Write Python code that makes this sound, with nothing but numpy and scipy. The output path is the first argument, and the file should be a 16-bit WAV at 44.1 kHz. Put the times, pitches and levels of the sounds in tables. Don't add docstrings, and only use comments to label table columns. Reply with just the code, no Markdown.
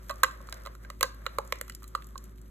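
import sys
import numpy as np
from scipy import signal
from scipy.fft import rfft, irfft, next_fast_len
from scipy.io import wavfile
from scipy.ndimage import map_coordinates

SR = 44100
rng = np.random.default_rng(int(sys.argv[2]) if len(sys.argv) > 2 else 0)


def bounce(signal):
    frames = np.transpose(np.atleast_2d(signal))
    limited = np.clip(frames, -1, 1)
    pcm = np.round(limited * 32767).astype(np.int16)
    wavfile.write(sys.argv[1], SR, pcm)


N = 110250
# frequency in Hz, relative level in dB, t60 in seconds.
SPOON_MODES = [(7190,0,0.052)]
CRACK_BAND_HZ = (5000, 15500)


def knocks():
    # start in seconds, body level in dB, struck pitch in Hz,
    # bowl, clink and crack levels in dB, ring-time factor.
    blows = [(.095,-30,1688,-36.5,-30.5,-32,0.33),(0.1,-27,1127,-27.5,-35.5,-36,0.53),(0.109,-29.5,1126,-38,-38.5,-32,0.78),
             (0.2331,-10.5,1131,-24,-18,-11,0.51),(0.2353,-10.5,1624,-33,-33,-11.5,0.22),(0.2425,-21.5,1150,-31.5,-22.5,-29,0.64),(.404,-46,1110,-43,-63,-60,.5),
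             (0.488,-30,1296,-67,-43.5,-63,0.21),(.525,-30.5,1450,-37,-32.5,-27,0.39),(.652,-44.5,1290,-52,-48,-48,1),(.661,-30,1220,-35.5,-39,-37,0.29),
             (.670,-34,1130,-37.5,-40,-42,0.53),(.751,-43,1300,-56,-53.5,-45,0.52),(0.848,-43,1490,-59,-46.5,-61,0.32),(.901,-33,1154,-39,-37.5,-34.5,0.45),
             (1.009,-26.5,1143,-26.5,-24.5,-21.5,0.47),(1.0285,-14,1492,-13.5,-17.5,-11.5,0.18),(1.031,-14.5,1130,-55,-24.5,-16.5,0.36),(1.0395,-35,1490,-28,-32,-69.5,0.71),
             (1.264,-21.5,1312,-30,-26,-32.5,0.52),(1.385,-15,1155,-14,-28,-25,0.27),(1.392,-36,870,-38.5,-68,-57,0.93),(1.5235,-21,1136,-20.5,-21,-24,0.31),
             (1.612,-31,1353,-30,-31.5,-21.5,0.29),(1.68,-45.5,1293,-71.5,-51,-39.5,0.71),(1.697,-41,1405,-66,-35.5,-32.5,0.53),(1.831,-49,1160,-69,-56,-37.5,0.69),(1.841,-48,1290,-72,-53,-39,0.89),
             (1.9504,-16.5,1262,-33.5,-30.5,-32,0.43),(2.156,-32.5,1100,-44,-52,-61,0.4)]
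    # frequency in Hz, relative level in dB, t60 in seconds.
    body_modes = [(850,6.5,0.035),(1093,3.5,0.061),(1204.7,16,0.03),(1348,9.5,0.022),(1570,6.5,0.074)]
    clink_modes = [(1980,4.5,0.027),(2567,-3,0.029),(2894,-4,0.047),(3207,-2.5,0.027),(4017,5.5,0.023)]
    # time in seconds, frequency in Hz.
    bowl_track = [(.1, 596), (.23, 511), (.5, 590), (.9, 557), (1.01, 529.4), (2.2, 518)]
    bowl_t60, spot_t60, crack_t60 = 0.052, 0.025, 0.0075
    reach = 0.06
    out, t = np.zeros(N + SR), np.arange(SR // 5) / SR
    for start, body_db, pitch, bowl_db, clink_db, crack_db, stretch in blows:
        coupling = np.exp(-(np.log(np.transpose(body_modes)[0] / pitch) / reach) ** 2) + 0.093
        body = ring(body_modes, t, stretch, coupling)
        body += amp(-4.5) * ring([(pitch, 0, spot_t60)], t, stretch)
        bowl_hz = np.interp(start, *np.transpose(bowl_track))
        bowl = ring([(bowl_hz, 0, bowl_t60)], t, stretch)
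        clink = ring(clink_modes, t, stretch) + 2.03 * snap(t, crack_t60, 3800, 5100)
        clink += amp(2) * snap(t, crack_t60, 1580, 2480)
        clink += amp(-14.5) * ring(SPOON_MODES, t, stretch)
        crack = amp(7.5) * snap(t, crack_t60, *CRACK_BAND_HZ)
        blow = amp(body_db) * body + amp(bowl_db) * bowl + amp(clink_db) * clink + amp(crack_db) * crack
        out[round(start * SR):][:len(t)] += blow
    return out[:N]


def ticks():
    # start in seconds, level in dB, band centre in Hz.
    touches = [(0.157, -42.5, 7300), (0.311, -43, 4370), (0.4706, -44, 7570), (0.4953, -39, 7400),
               (0.5416, -36.5, 6500), (.837, -54, 1600), (1.219, -48.5, 1400), (1.256, -40.5, 1350),
               (1.4488, -44, 13900), (1.475, -40, 8750), (1.556, -37, 2270), (1.5862, -42.5, 6500),
               (1.721, -39, 4560), (1.7491, -28.5, 7600), (1.822, -44.5, 1300), (1.878, -37, 11800),
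               (1.956, -36.5, 6680), (2.022, -41, 2940), (2.0431, -43, 8100), (2.0686, -40.5, 11300),
               (2.178, -29, 6700), (2.24, -39, 12060), (2.382, -56, 3190), (2.4146, -46, 11150)]
    t60, half_width = 0.014, 0.37
    out, t = np.zeros(N + SR), np.arange(SR // 10) / SR
    for start, db, hz in touches:
        touch = snap(t, t60, hz * (1 - half_width), hz * (1 + half_width))
        touch += amp(-3.5) * snap(t, t60, *CRACK_BAND_HZ)
        touch += amp(-26) * ring(SPOON_MODES, t, 1.0)
        out[round(start * SR):][:len(t)] += amp(db) * touch
    return out[:N]


def drag():
    # time in seconds, rustle level in dB, hiss level in dB.
    stroke = [(0,-63,-62.5),(.2,-54.5,-62.5),(.5,-56,-64.5),(0.951,-62,-69),(1.451,-57.5,-64.5),(1.8,-66,-64.5),(2.19,-63.5,-68.5),(2.36,-67,-68.5)]
    # frequency in Hz, relative density in dB.
    rustle_shape = [(400,-17),(520,0.5),(800,-14.5),(1200,-3.5),(2000,-10.5),(2700,-24.5),(4500,-24.5)]
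    hiss_shape = [(2500,0),(4000,4),(8000,3),(13500,7),(15000,-2),(16500,-25)]
    grit_per_s, grit_fade_s = 110, 0.0009
    times, rustle_db, hiss_db = np.transpose(stroke)
    t = np.arange(N) / SR
    grit = (rng.random(N) < grit_per_s / SR) * amp(5 + 5 * rng.standard_normal(N))
    grain = 1 + signal.lfilter([1], [1, -np.exp(-1 / (grit_fade_s * SR))], grit)
    rustle = filtered(rng.standard_normal((2, N)), lambda hz: amp(along(rustle_shape, hz)) * (hz < 6000))
    hiss = filtered(rng.standard_normal(N) * grain, lambda hz: amp(along(hiss_shape, hz)) * (hz > 2000))
    rustle = unit(rustle) * amp(np.interp(t, times, rustle_db) + 3 * wobble(18))
    hiss = unit(hiss) * amp(np.interp(t, times, hiss_db) + 2.3 * wobble(30.25))
    return rustle + hiss


def kitchen(x):
    # frequency in Hz, reverberation time in seconds.
    decay_times = [(400, 0.29), (1300, 0.42), (4000, .3), (12000, 0.19)]
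    x = filtered(x, lambda hz: 1 / (1 + 1j * hz / 5250))
    out, step, delay = np.zeros((2, N + SR)), SR // 8, 200
    for start in range(0, N, step):
        hz, t, spectra = signal.stft(rng.standard_normal((2, SR // 2)), SR, nperseg=256)
        decay = amp(-60 * t / along(decay_times, hz)[:, None])
        tail = signal.istft(spectra * decay, SR, nperseg=256)[1]
        wet = signal.fftconvolve(x[None, start:start + step], tail / np.linalg.norm(tail[0]), axes=1)
        out[:, start + delay:start + delay + wet.shape[1]] += wet
    return out[:, :N]


def fridge():
    # frequency in Hz, rms level in dB.
    hum = [(53,-47),(58.9,-70.5),(106,-63.5),(117.8,-64.5),(193.8,-76),(371.7,-66.5)]
    # frequency in Hz, relative density in dB.
    air_shape = [(25,-28.5),(45,-1.5),(110,-9.5),(200,-4.5),(380,-13.5),(520,-24),(800,-33),(3000,-47.5)]
    # frequency in Hz, left-right correlation of that noise.
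    coherence = [(60,0.88),(200,0.63),(900,.1)]
    t = np.arange(N) / SR
    tones = sum(np.sqrt(2) * amp(db + 0.35 * wobble(2.3)) * np.sin(2 * np.pi * (hz * t + rng.random()))
                for hz, db in hum)

    def mid_side(hz):
        angle = np.arccos(np.clip(along(coherence, hz), -1, 1)) / 2
        return amp(along(air_shape, hz)) * [np.cos(angle), np.sin(angle)]

    mid, side = filtered(rng.standard_normal((2, N)), mid_side)
    return tones + amp(-57) * unit(np.array([mid + side, mid - side]))


def ring(modes, t, stretch, weight=1):
    rise_cycles, choke = 1.1, 1.8
    hz, db, t60 = np.transpose(modes)[..., None]
    gain = amp(db[:, 0] + 2 * rng.standard_normal(len(hz))) * weight
    hz = hz * (1 + 0.008 * rng.standard_normal(hz.shape))
    rise = (1 - np.exp(-t * hz / rise_cycles)) ** 2
    decay = amp(-60 * (t / (stretch * t60)) ** choke)
    return gain @ (rise * decay * np.sin(2 * np.pi * hz * t)) / np.linalg.norm(gain)


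def snap(t, t60, low_hz, high_hz, rise_s=0.00065):
    band = signal.butter(2, [low_hz, min(high_hz, 20000)], "bandpass", fs=SR, output="sos")
    noise = unit(signal.sosfilt(band, rng.standard_normal(len(t))))
    return noise * amp(-60 * t / t60) * (1 - np.exp(-t / rise_s))


def amp(db):
    return 10 ** (np.asarray(db) / 20)


def unit(x):
    return x / np.sqrt(np.mean(x ** 2) + 1e-20)


def along(points, hz):
    knots, values = np.transpose(points)
    return np.interp(np.log(hz + 1), np.log(knots + 1), values)


def filtered(x, response):
    size = next_fast_len(x.shape[-1] + 4096)
    return irfft(rfft(x, size) * response(np.fft.rfftfreq(size, 1 / SR)), size)[..., :x.shape[-1]]


def wobble(rate):
    return map_coordinates(rng.standard_normal(int(N * rate / SR) + 4), [np.arange(N) * rate / SR])


def scene():
    # frequency in Hz, level of the left port over the right in dB.
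    shading = [(200,6.5),(600,-1.5),(1300,-7.5),(2700,-6.5),(5000,-5.5)]
    # frequency in Hz, phase lead of the left port in radians.
    phase_lead = [(200,0.011),(700,1.5),(1300,0.088),(2200,0.79),(2700,2.21),(3300,1.38)]

    def ports(hz):
        half_db = along(shading, hz) / 2
        return np.array([amp(half_db), amp(-half_db) * np.exp(-1j * along(phase_lead, hz))])

    cup = knocks() + ticks()
    return filtered(cup, ports) + amp(-15.5) * kitchen(cup) + drag() + fridge()


def record(dry):
    split_hz, lag_s, rolloff_hz, limit_hz = 4090, 0.0002041, 13780, 16700
    low = lambda hz: 1 / (1 + (hz / split_hz) ** 10)
    spread = lambda hz: (1 - low(hz)) * np.array([np.ones_like(hz), -np.exp(-2j * np.pi * hz * lag_s)])
    microphone = lambda hz: (hz < limit_hz) / np.sqrt(1 + (hz / rolloff_hz) ** 20)
    return filtered(filtered(dry, low) + filtered(dry[0], spread), microphone)


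dry = scene()
out = record(dry)
bounce(out)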